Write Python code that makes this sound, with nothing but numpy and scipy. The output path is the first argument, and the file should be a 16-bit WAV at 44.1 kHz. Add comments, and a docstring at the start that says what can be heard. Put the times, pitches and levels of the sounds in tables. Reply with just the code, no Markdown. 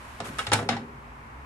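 """Over a quiet outdoor background, a plastic hubcap slides across another on a wooden deck.
The rims scrape, knock lightly and catch in small ticks. A loud triple clack follows at 0.52 s,
then the hubcap rocks and settles. Each contact gives a crack and a short dense ring of the shell;
the weight sets the hollow stack and the boards booming."""
import sys
import numpy as np
from scipy import signal
from scipy.fft import rfft, irfft
from scipy.io import wavfile
from scipy.ndimage import uniform_filter1d

SR = 44100
rng = np.random.default_rng(int(sys.argv[2]) if len(sys.argv) > 2 else 0)


def pcm_store(signal):
    """Save signal as 16-bit PCM."""
    levels = np.round(np.clip(np.atleast_2d(signal), -1, 1) * 32767)
    wavfile.write(sys.argv[1], SR, levels.astype(np.int16).T)


N = 63945


def undb(db):
    """Decibels to gain."""
    return 10 ** (np.asarray(db) / 20)


def unit(x):
    """Scale to rms 1."""
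    return x / np.sqrt(np.mean(x ** 2))


def at(points, hz):
    """Interpolate (freq_hz, value) points over log frequency."""
    p = np.array(points, float)
    return np.interp(np.log(np.maximum(hz, 1)), np.log(p[:, 0]), p[:, 1])


def fade(t, t60_s):
    """Exponential decay."""
    return np.exp(-np.log(1000) * t / t60_s)


def add(out, start_s, x):
    """Mix x into out from start_s."""
    i = int(start_s * SR)
    out[:, i:i + x.shape[1]] += x[:, :N - i]


def stereo_spectrum(correlation, size):
    """Frequencies and spectra of two partly correlated white noises."""
    f = np.fft.rfftfreq(size, 1 / SR)
    mid, side = rfft(rng.standard_normal((2, size)))
    c = at(correlation, f)
    return f, mid * np.sqrt(1 + c) + side * np.sqrt(1 - c) * np.array([[1], [-1]])


def noise(colour, correlation):
    """Coloured stereo noise, rms 1."""
    f, white = stereo_spectrum(correlation, N)
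    return unit(irfft(white * undb(at(colour, f)), N))


def wander(smooth_s):
    """Smooth random curve, rms 1."""
    width = int(smooth_s * SR)
    rough = uniform_filter1d(rng.standard_normal(N), width, mode="wrap")
    return unit(uniform_filter1d(rough, width, mode="wrap"))


def ring(modes, t, spread_rad_per_khz=0.56, alternate_above_hz=700):
    """Decaying modes; higher ones alternate in sign and differ more in phase between channels."""
    out = 0
    for k, (hz, db, t60_s) in enumerate(modes):
        spread_rad = min(spread_rad_per_khz * hz / 1000, np.pi / 2)
        phase = 2 * np.pi * hz * t + spread_rad * np.array([[0.5], [-0.5]])
        sign = (-1) ** k if hz > alternate_above_hz else 1
        out = out + sign * undb(db) * fade(t, t60_s) * np.sin(phase)
    return out * np.sqrt(2)


# Outdoor noise, plus the stack's hum at 237 Hz: freq_hz, density_db
BACKGROUND_SPECTRUM = [(20, -18), (40, -10.5), (62, 5.5), (88, -7.5), (137, -1.5), (175, -17), (237, -5),
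                       (310, -15.5), (600, -15), (800, -10.5), (1000, -6), (1400, -12), (2300, -17.5),
                       (3300, -30.5), (4500, -35.5), (9000, -40.5), (13000, -44.5)]
# Left-right likeness of the background: freq_hz, correlation
BACKGROUND_CORRELATION = [(120, 0.95), (300, 0.92), (620, 0.39), (1360, -0.49), (3000, 0.11), (9000, 0.024)]


def background(level_db=-44):
    """Steady outdoor rumble and hiss, with a faint hum of the hollow stack."""
    return noise(BACKGROUND_SPECTRUM, BACKGROUND_CORRELATION) * undb(level_db)


# Slides of rim on rim: start_s, length_s, level_db
SLIDES = [(0, 0.2, -49), (0.242, 0.059, -40), (0.305, 0.174, -45)]
# Friction spectrum: freq_hz, density_db
FRICTION_SPECTRUM = [(300, -0.5), (1200, 8.5), (2500, 2.5), (5000, -8), (9000, -9.5), (12500, -14),
                     (14000, -47)]
# Left-right likeness of contact noise: freq_hz, correlation
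NEAR_CORRELATION = [(120, 1), (300, .97), (700, 0.72), (1400, 0.1), (4000, -0.05), (9000, 0.3),
                    (12000, 0.4)]


def scrape(edge_s=0.014, grain_s=0.0018, grain_db=-0.5):
    """Grainy friction as the rim slides into place."""
    t = np.arange(N) / SR
    pressure = 0
    for start_s, length_s, level_db in SLIDES:
        inside_s = np.minimum(t - start_s, start_s + length_s - t)
        pressure += undb(level_db) * np.clip(inside_s / edge_s + 0.5, 0, 1)
    friction = noise(FRICTION_SPECTRUM, NEAR_CORRELATION)
    return pressure * unit(friction * undb(grain_db * wander(grain_s)))


# Rim catches: start_s, level_db, centre_hz
RIM_CATCHES = [(0.4263, -37, 3000), (0.443, -37, 2500), (0.4792, -34.5, 3000), (0.4853, -43, 6000),
               (0.491, -42, 7000), (0.4996, -37.5, 4000)]


def catches(t60_s=0.013, width_octaves=0.29):
    """Small dry ticks where the sliding rim catches and slips."""
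    out, size = np.zeros((2, N)), SR // 10
    decay = fade(np.arange(size) / SR, t60_s)
    for start_s, level_db, centre_hz in RIM_CATCHES:
        f, white = stereo_spectrum(NEAR_CORRELATION, size)
        band = np.exp(-(np.log2((f + 1) / centre_hz) / width_octaves) ** 2)
        add(out, start_s, undb(level_db) * unit(irfft(white * band, size)) * decay)
    return out


# Landings of the weight: start_s, boards_db, stack_db
LANDINGS = [(.205, -43, -38), (0.271, -47, -36.5), (.478, -34, -51), (0.5147, -38, -31),
            (0.5243, -30.5, -27.5), (.645, -69, -32.5), (.692, -34, -26.5), (0.791, -60, -33.5)]
# Deck board modes: pitch_hz, level_db, t60_s
BOARD_MODES = [(105.76, -0.5, 0.5), (136.3, -13, 0.96)]
# Hollow stack modes: pitch_hz, level_db, t60_s
STACK_MODES = [(235.5, -5, 0.54), (209, -14, 0.19), (263, -8.5, 0.14), (345.5, -21.5, 0.56)]


def boom(rise_s=0.0051):
    """Low modes of boards and hollow stack swell and die after each landing."""
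    out, t = np.zeros((2, N)), np.arange(N) / SR
    boards, stack = ring(BOARD_MODES, t), ring(STACK_MODES, t)
    rise = 1 - np.exp(-t / rise_s)
    for start_s, boards_db, stack_db in LANDINGS:
        add(out, start_s, (undb(boards_db) * boards + undb(stack_db) * stack) * rise)
    return out


# Shell resonances, plus a separate top-treble cut that softens the crack: centre_hz, width_hz, gain_db
CRACK_SHAPE = [(1520, 120, 0), (2185, 160, 9.5), (2800, 160, 4.5), (4240, 91, 9.5), (5270, 220, 7),
               (6790, 190, 15), (8170, 750, 18.5), (8860, 330, 14.5), (9740, 770, 19.5), (11500, 750, -10)]


def crack_shape_db(f, scatter_db=2.5, detune=0.012):
    """Spectral shape of one crack; each spot favours other peaks."""
    curve_db = 0
    for centre_hz, width_hz, gain_db in CRACK_SHAPE:
        db = rng.normal(gain_db, scatter_db)
        hz = centre_hz * rng.normal(1, detune)
        curve_db += db / (1 + (2 * (f - hz) / width_hz) ** 2)
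    return curve_db


# Half-octave spectrum of crack and dense ring: freq_hz, level_db
PLASTIC_SPECTRUM = [(150, -13), (300, -9.5), (550, -7.5), (800, -5.5), (1100, -6), (1500, -3), (2200, -3.5),
                    (3200, -3), (6300, -3), (9200, -5.5), (13000, -15)]
# Dense ring decay: freq_hz, t60_s
DENSE_DECAY = [(200, 0.89), (800, 0.3), (2000, 0.27), (5000, 0.21), (10000, 0.27)]
CRACK_T60_AT_1KHZ_S, CRACK_T60_EXPONENT = 0.086, 0.34
TICK_DB, TICK_T60_S, TICK_ABOVE_HZ = 2, 0.018, 3000


def crack_and_dense_ring(t, colour, dense_db, ripple, dense_shape_share=0.36):
    """Noise of one contact: a treble tick, a resonant crack and the ring of crowded shell modes."""
    size = len(t)
    f, white = stereo_spectrum(NEAR_CORRELATION, size)
    rippled = white * undb(np.interp(f, *ripple))
    shape_db = crack_shape_db(f)
    crack_spectrum = rippled * undb(shape_db)
    dense_spectrum = 1j * rippled * undb(dense_shape_share * shape_db)  # in quadrature
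    out = 0
    for hz in 13000 / 2 ** (np.arange(14) / 2):
        offset_bands = 2 * np.log2((f + 1) / hz)
        band = np.cos(np.pi / 2 * np.clip(offset_bands, -1, 1)) ** 2
        envelope = fade(t, CRACK_T60_AT_1KHZ_S * (1000 / hz) ** CRACK_T60_EXPONENT)
        if hz > TICK_ABOVE_HZ:
            envelope += undb(TICK_DB) * fade(t, TICK_T60_S)
        crack = unit(irfft(crack_spectrum * band, size)) * envelope
        dense = unit(irfft(dense_spectrum * band, size)) * fade(t, at(DENSE_DECAY, hz))
        out += (crack + undb(dense_db) * dense) * undb(at(PLASTIC_SPECTRUM, hz) + at(colour, hz))
    return out


# Mode cluster of a struck spot: pitch_ratio, level_db, t60_s
SPOT_MODES = [(1, -2, 0.07), (1.18, -10.5, 0.071), (1.06, -14, 0.038)]


def struck_spot(t, low_hz, low_db, high_hz, high_db):
    """The struck spot rings briefly in two close clusters of modes."""
    modes = [(note_hz * ratio, note_db + db, t60_s)
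             for note_hz, note_db in ((low_hz, low_db), (high_hz, high_db))
             for ratio, db, t60_s in SPOT_MODES]
    return ring(modes, t)


# Shell contacts: start_s, level_db, body_db, middle_db, treble_db, top_db, modes_db, dense_db,
# left_minus_right_db, attack_s, low_note_hz, low_note_db, high_note_hz, high_note_db
CONTACTS = [(.2020, -36, 2.5, -0.5, -4, -12, -9, -7, -0.5, 0.00074, 683.5, 4, 1215, 3.5),
            (0.2498, -51, 8, -23, -5, 4.5, -24, 5, 0.5, 0.0037, 1150, 14, 1700, 0),
            (0.3849, -42, -7.5, 2.5, 1.5, 3.5, -28, 0, 2, 0.00092, 1723, 12, 3160, 6),
            (.3900, -32.5, -6.5, 8.5, 0.5, -27, -16, -11, 0, 0.0017, 1291, 12, 2845, 5),
            (0.4671, -36.5, -1.5, 5.5, 2.5, -5, -8.5, -11, 0, 0.0011, 1180, 1, 1900, -1),
            (0.5176, -25.5, -1, 3.5, -4.5, -16.5, -10.5, -10.5, 0, 0.00039, 816, 5.5, 1090, -18),
            (.5270, -25.5, -6, 5.5, -5, -8.5, -2.5, -11, 1, 0.00097, 838, -4, 1500, -4),
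            (.5335, -26.5, -1, 0.5, 3, 8, -3, -15, 0.5, 0.00029, 852, -0.5, 2383, 1.5),
            (.5430, -29.5, -6, -4.5, -4, -14, -11.5, 0.5, 0, 0.0017, 874, 6, 2368, 0),
            (0.588, -30, 4, 0.5, -13, -20, -7.5, -10, 0, 0.0023, 647, -10, 1176, -3),
            (0.625, -39, 8, -5, -10, -13, -14, -10, -2, 0.0033, 652, 8, 815, -4),
            (0.6891, -24.5, -16.5, -2.5, -2, -17, -11, -7, 1, 0.00051, 756, 4.5, 2087, -2),
            (.7060, -39, 10, 11, -3, -36, -10, -15, -4.5, 0.0025, 686, 5, 2450, -2),
            (.7240, -39, 8, 8.5, 1, -30, -10, -5.5, 1.5, 0.0037, 693, 12, 1178, 9),
            (.7660, -37.5, -2.5, -14, -3, -25, -18, -8, -0.5, 0.0024, 805, 11.5, 1950, 2)]
# Tone colour anchors: body_hz, neutral_hz, middle_hz, treble_hz, top_hz
ANCHORS_HZ = (250, 700, 1600, 4200, 12000)
# Clear shell modes: pitch_hz, level_db, t60_s
SHELL_MODES = [(403, -8, 0.99), (472, -9.5, 0.29), (534, -9, 0.38), (694.6, -1, 0.27), (791.5, -7.5, 0.29),
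               (841, -2, 0.17), (1002, -11, 0.25), (1330, -3, 0.22), (1497, -6, 0.17), (2345, -8.5, 0.11),
               (2837, -13, 0.21), (3670, -19, 0.1), (4090, -4, 0.082), (5400, -6, 0.0435)]
TOP_HZ = 13200


def hubcap(ripple_step_hz=80, ripple_db=3):
    """Shell knocks on shell; the crowded modes bunch into the same spectral ripple at every blow."""
    out, t = np.zeros((2, N)), np.arange(SR // 2) / SR
    grid_hz = np.arange(0, TOP_HZ, ripple_step_hz)
    ripple = grid_hz, rng.normal(0, ripple_db, len(grid_hz))
    for (start_s, level_db, body_db, middle_db, treble_db, top_db,
         modes_db, dense_db, pan_db, attack_s, *notes) in CONTACTS:
        colour = list(zip(ANCHORS_HZ, (body_db, 0, middle_db, treble_db, top_db)))
        modes = [(hz, db + at(colour, hz), t60_s) for hz, db, t60_s in SHELL_MODES]
        knock = undb(modes_db) * ring(modes, t) + struck_spot(t, *notes)
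        knock += crack_and_dense_ring(t, colour, dense_db, ripple)
        attack = 1 - np.exp(-t / attack_s)
        gains = undb(level_db + pan_db * np.array([[0.5], [-0.5]]))
        add(out, start_s, knock * attack * gains)
    return out


def scene():
    """Hubcap, deck and open air."""
    return hubcap() + boom() + scrape() + catches() + background()


def record(dry):
    """Soft-clip the loudest peaks, then low-pass."""
    ceiling = 0.65
    lowpass = signal.ellip(8, 0.2, 80, TOP_HZ, fs=SR, output="sos")
    return signal.sosfilt(lowpass, ceiling * np.tanh(dry / ceiling))


dry = scene()
out = record(dry)
pcm_store(out)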